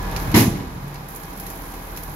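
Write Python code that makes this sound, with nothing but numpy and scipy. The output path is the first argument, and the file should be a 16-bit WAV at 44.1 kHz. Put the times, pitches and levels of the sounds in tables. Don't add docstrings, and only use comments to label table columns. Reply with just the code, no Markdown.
import sys
import numpy as np
from scipy import signal
from scipy.fft import rfft, irfft
from scipy.io import wavfile
from scipy.ndimage import uniform_filter1d

SR = 44100
rng = np.random.default_rng(int(sys.argv[2]) if len(sys.argv) > 2 else 0)


def materialize(psi):
    bounded = np.clip(np.atleast_2d(psi).T, -1, 1)
    quanta = np.round(bounded * 32767).astype(np.int16)
    wavfile.write(sys.argv[1], SR, quanta)


N = 94815
T = np.arange(N) / SR
HZ = np.fft.rfftfreq(N, 1 / SR)


def amp(db):
    return 10 ** (np.asarray(db) / 20)


def evened(x):
    return x / np.sqrt(np.mean(x ** 2) + 1e-20)


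def read(table, hz, axis=1):
    rows = np.transpose(table)
    return np.interp(np.log(hz + 1), np.log(rows[0] + 1), rows[axis])


def curve(table, axis=1):
    rows = np.transpose(table)
    return np.interp(T, rows[0], rows[axis])


def add(mix, start_s, sound):
    part = mix[:, round(start_s * SR):][:, :sound.shape[-1]]
    part += sound[..., :part.shape[1]]


def colour(x, gain):
    return irfft(rfft(x) * gain, N)


# frequency_hz, left_right_correlation (-1 to 1), left_minus_right_db
MICROPHONE_PAIR = [(40, 0.72, 0), (150, 0.99, 0.5), (300, 0.92, -2.5), (644, 0.44, -1.6), (1370, -0.17, -1),
                   (2340, 0.084, 1.5), (4050, -0.13, -3.5), (7000, -0.26, -17), (9300, 0.16, -11.5),
                   (13000, -0.043, -1)]


def spread(x):
    likeness = np.clip(read(MICROPHONE_PAIR, HZ), -1, 1)
    lean = amp(read(MICROPHONE_PAIR, HZ, axis=2))
    mid, side = rfft(x) * np.sqrt([1 + likeness, 1 - likeness])
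    left_right = np.array([(mid + side) * lean, mid - side])
    return irfft(left_right / np.sqrt(1 + lean ** 2), N)


def noise(grain=0):
    lumps = np.repeat(rng.standard_normal(N // 32 + 1), 32)[:N]
    return spread(rng.standard_normal((2, N)) * np.exp(grain * lumps))


def ripple(depth_db):
    knot_spacing_hz = 44.94
    knots = rng.standard_normal(2000)
    return amp(depth_db * np.interp(HZ / knot_spacing_hz, np.arange(2000), knots))


def tone(hz, wander_hz):
    drift = evened(uniform_filter1d(rng.standard_normal(N), size=700))
    return np.sin(2 * np.pi * np.cumsum(hz + wander_hz * drift) / SR)


def fall(t60_s):
    return np.exp(-np.log(1000) * T / t60_s)


def rise(rise_s):
    return 1 - np.exp(-T / rise_s)


def dying(x, table, rise_s):
    hz, t, bands = signal.stft(colour(x, amp(read(table, HZ))), SR, nperseg=512)
    t60_s = read(table, hz, axis=2)[:, None]
    tail = signal.istft(bands * 1e-3 ** (t / t60_s), SR, nperseg=512)[1][:, :N]
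    return evened(tail * rise(rise_s)) / np.sqrt(N)


# time_s, firing_rate_hz, exhaust_level_db (rms)
ENGINE = [(0, 39.1, -26.5), (.1, 39.8, -30), (.3, 39.7, -30), (.38, 39.7, -36), (.65, 40.07, -39.5),
          (.9, 39.37, -40.5), (1.1, 36.54, -43.5), (1.4, 38.6, -40), (1.75, 38.53, -37.5),
          (2.15, 38.5, -37)]


def firings():
    return np.cumsum(curve(ENGINE)) / SR


# multiple_of_cycle_rate (6 is the firing rate), relative_level_db
EXHAUST_ORDERS = [(5, -23), (6, -1), (7, -21.5), (8, -9.5), (9, -40), (12, -10)]


def exhaust():
    start_turns = 0.494
    cycles = firings() / 6
    orders = [amp(db) * -np.cos(2 * np.pi * round(order) * (cycles - start_turns))
              for order, db in EXHAUST_ORDERS]
    return evened(sum(orders)) * amp(curve(ENGINE, axis=2))


def engine_noise():
    return noise() * (1 + 0.097 * np.cos(2 * np.pi * firings()))


# frequency_hz, relative_density_db (per Hz)
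DRONE_SPECTRUM = [(20, -40), (60, 3.5), (85, -5), (110, 0.5), (145, 1), (185, 0), (230, -12.5), (400, -19),
                  (1000, -93)]
# time_s, level_db (rms)
DRONE_LEVEL = [(0, -35), (.15, -35.5), (.31, -27.5), (.45, -33), (.7, -34.5), (.9, -41), (1.1, -44.5),
               (1.6, -45.5), (2.15, -41)]


def drone():
    return evened(colour(engine_noise(), amp(read(DRONE_SPECTRUM, HZ)))) * amp(curve(DRONE_LEVEL))


# frequency_hz, relative_density_db (per Hz)
CLATTER_SPECTRUM = [(30, -41), (110, 0), (150, 6.5), (185, 6), (235, -2), (290, 3), (400, -0.5), (540, -2),
                    (700, -2), (1000, 0), (1400, -6.5), (1700, -5), (2800, -15.5), (3600, -15), (7000, -21),
                    (8300, -30), (11500, -19), (15500, -29)]
# centre_hz, half_amplitude_width_hz, relative_level_db
ENGINE_RESONANCES = [(789, 28, -49), (984, 42, -52.5), (1665, 36, -56), (2513, 47, -59)]
# time_s, relative_level_db
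CLATTER_LEVEL = [(0, 5), (.3, 7), (.5, 2), (.75, -1.5), (1.1, -1.5), (1.5, 0), (2.15, -0.5)]


def clatter():
    clatter_db, ripple_db = -36.5, 1.22
    pulsed = engine_noise()
    gain = amp(read(CLATTER_SPECTRUM, HZ)) * ripple(ripple_db)
    rattling = amp(clatter_db) * evened(colour(pulsed, gain))
    drive = noise()
    whine = 0
    for hz, width_hz, db in ENGINE_RESONANCES:
        peak = 1 / (1 + (2 * (HZ - hz) / width_hz) ** 2)
        whine = whine + amp(db) * evened(colour(drive, peak))
    return (rattling + whine) * amp(curve(CLATTER_LEVEL))


def diesel():
    return exhaust() + drone() + clatter()


# time_s, pitch_hz (centre of the wander), level_db (peak)
HOIST = [(0, 1013, -42), (.06, 982, -37), (.15, 900, -41), (.22, 869, -61), (.34, 870, -62),
         (.5, 850, -110)]
# time_s, level_db (peak)
WHISTLE_LEVEL = [(0, -46), (.05, -41), (.13, -47), (.25, -63), (.4, -110)]


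def hoist():
    wander_hz, whistle_hz = 13.4, 1708
    whine = amp(curve(HOIST, axis=2)) * tone(curve(HOIST), wander_hz)
    return whine + amp(curve(WHISTLE_LEVEL)) * tone(whistle_hz, wander_hz)


# time_s, level_db (rms)
GRIT_LEVEL = [(0, -51), (.25, -41), (.5, -51.5), (1.07, -51.5), (1.1, -42.5), (1.3, -45), (1.55, -42),
              (1.85, -43), (2.15, -42.5)]
# frequency_hz, relative_density_db (per Hz)
GRIT_SPECTRUM = [(1000, -43), (3500, -22), (7000, -8.5), (8300, -20.5), (9500, -8.5), (10800, -1.5),
                 (12300, 2.5), (14000, -8.5), (15700, -8)]
# frequency_hz, relative_density_db (per Hz)
CLINK_SPECTRUM = [(1200, -1), (2300, 2.5), (3200, -3), (4500, 0), (6500, -1.5), (8500, -16), (15000, -40)]
# start_s, relative_level_db, lower_treble_over_high_db
TICKS = [(.028, -34.5, -15), (.112, -32, -3), (.163, -20, 6), (.199, -30, -12), (.212, -37, -16),
         (0.316, -28, -2), (0.88, -39, -10), (.943, -33.5, 1), (.957, -38, 14.5), (1.086, -32, -18),
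         (1.149, -31, -21), (1.161, -29, -28), (1.234, -32.5, -3), (1.329, -39, -7), (1.376, -32, -26),
         (1.398, -25.5, -12), (1.466, -27, -6), (1.501, -27.5, -16), (1.74, -35, 0), (1.9632, -30, -4.5),
         (1.973, -27, -6), (2.034, -29, -23)]


def grit():
    tick_db, tick_s = -5, 0.0044
    scatter_db, scatter_s = -7.5, 0.028
    fizz = amp(read(GRIT_SPECTRUM, HZ))
    out = amp(curve(GRIT_LEVEL)) * evened(colour(noise(grain=0.45), fizz))
    high = evened(colour(noise(), fizz))
    low = evened(colour(noise(), amp(read(CLINK_SPECTRUM, HZ))))
    for start_s, db, low_db in TICKS:
        age = np.maximum(T - start_s, 0)
        decay = np.exp(-age / tick_s) + amp(scatter_db) * np.exp(-age / scatter_s)
        blend = (high + amp(low_db) * low) / np.hypot(1, amp(low_db))
        out = out + amp(tick_db + db) * (T >= start_s) * decay * blend
    return out


# centre_s, level_db (peak), pulse_hz (spectral peak)
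POPS = [(0.17, -20, 110), (0.283, -20, 115), (0.3447, -8.5, 217), (.355, -9, 130), (0.482, -4, 144),
        (0.61, -20, 115), (0.765, -23, 103), (0.846, -27, 151)]


def pops():
    out = np.zeros(N)
    for centre_s, db, hz in POPS:
        u = (np.pi * hz * (T - centre_s)) ** 2
        out += amp(db) * (2 * u - 1) * np.exp(-u)
    return out


# pitch_hz, relative_level_db, t60_s
BED_MODES = [(115, -6, .65), (141, -8, .7), (158, -9, .6), (180, -5, .5), (223.7, 1.5, .45), (243, -11, .5),
             (263, -8, .65), (336, -6, .52), (372, -16, .55), (446, -15, .55), (673, -18, .5),
             (695, -20, .5), (809, -21, .5), (935, -18, .33), (972, -19, .42)]


def bed_ring():
    ring_db, rise_s = -9.5, 0.01
    ring = 0
    for k, (hz, db, t60_s) in enumerate(BED_MODES):
        ring = ring + amp(db) * fall(t60_s) * np.sin(2 * np.pi * (hz * T + k / 2))
    return amp(ring_db) * rise(rise_s) * ring


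# pitch_hz, relative_level_db
PLATE_MODES = [(1170, 1), (1318, -2), (1912, 0), (2012, -1), (2230, -1), (2505, 0), (3633, -4), (4328, -4),
               (6761, -6), (7456, -6), (10450, -4), (10780, -4), (11891, -2), (12450, -3), (13468, -1),
               (13610, -2)]


def plates():
    plate_db, t60_s, rise_s = -26.5, 0.35, 0.0088
    tones = np.zeros((2, N))
    for hz, db in PLATE_MODES:
        lean_db = read(MICROPHONE_PAIR, hz, axis=2) * np.array([[.5], [-.5]])
        turns = rng.random() + rng.random((2, 1)) / 2
        tones += amp(db) * amp(lean_db) * np.sin(2 * np.pi * (hz * T + turns))
    return amp(plate_db) * tones * fall(t60_s) * rise(rise_s)


# frequency_hz, relative_density_db (per Hz), t60_s
BOOM = [(30, -31, 0.29), (70, -10, 0.3), (116, 1, 0.79), (177, 0.5, 0.18), (278, 1, 0.37), (443, -14, 0.59),
        (900, -33, 0.48), (3000, -47, 0.27)]
# frequency_hz, relative_density_db (per Hz), t60_s
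CLASH = [(150, -22, 0.69), (450, -2, 0.4), (706, 7, 0.36), (950, 5, 0.31), (1450, 0.5, 0.3),
         (2330, 2, 0.27), (3150, -5.5, 0.36), (4440, -1.5, 0.3), (7000, -4, 0.35), (7700, -14, .38),
         (9650, -13, 0.33), (10300, -1.5, 0.33), (13800, -2, 0.26), (15500, -15.5, 0.31)]
# start_s, relative_boom_db, relative_clash_db, brightness_above_8_khz_db
BLOWS = [(.341, -3, 1, -10), (.358, -4.5, -1.5, 2.5), (.373, -4.5, -5.5, 4), (.399, -13, -7.5, 2.5),
         (.422, -10.5, -31, -6), (.512, -16.5, -22, -11), (.549, -18, -23, -3.5), (.596, -23, -26, -12)]


def tailgate():
    boom_gain_db, boom_rise_s = 21, 0.0013
    clash_gain_db, clash_rise_s = 16, 0.0018
    out, steel = np.zeros((2, N)), ripple(3.5)
    add(out, BLOWS[0][0], bed_ring() + plates())
    for start_s, boom_db, clash_db, bright_db in BLOWS:
        boom = amp(boom_gain_db) * dying(noise(), BOOM, boom_rise_s)
        clash = amp(clash_gain_db) * dying(noise(grain=0.34), CLASH, clash_rise_s)
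        tilt = amp(bright_db * np.clip(HZ / 4000 - 1, 0, 1))
        clash = colour(clash, steel * tilt)
        add(out, start_s, amp(boom_db) * boom + amp(clash_db) * clash)
    return out


# time_s, level_db (peak)
HUM_LEVEL = [(.6, -83), (.8, -41), (.88, -31.5), (1.0, -38), (1.2, -48), (1.5, -82)]


def bed_hum():
    return amp(curve(HUM_LEVEL)) * tone(140.7, wander_hz=1)


def scene():
    return tailgate() + pops() + diesel() + hoist() + bed_hum() + grit()


def record(dry):
    low_cut_hz, ceiling, edge_hz = 32, 0.99, 15800
    thin = colour(dry, 1 / np.sqrt(1 + (low_cut_hz / (HZ + 1)) ** 16))
    held = ceiling * np.tanh(thin / ceiling)
    low_pass = signal.firwin(511, edge_hz, window=("kaiser", 9), fs=SR)
    return signal.oaconvolve(held, low_pass[None], "same")


dry = scene()
out = record(dry)
materialize(out)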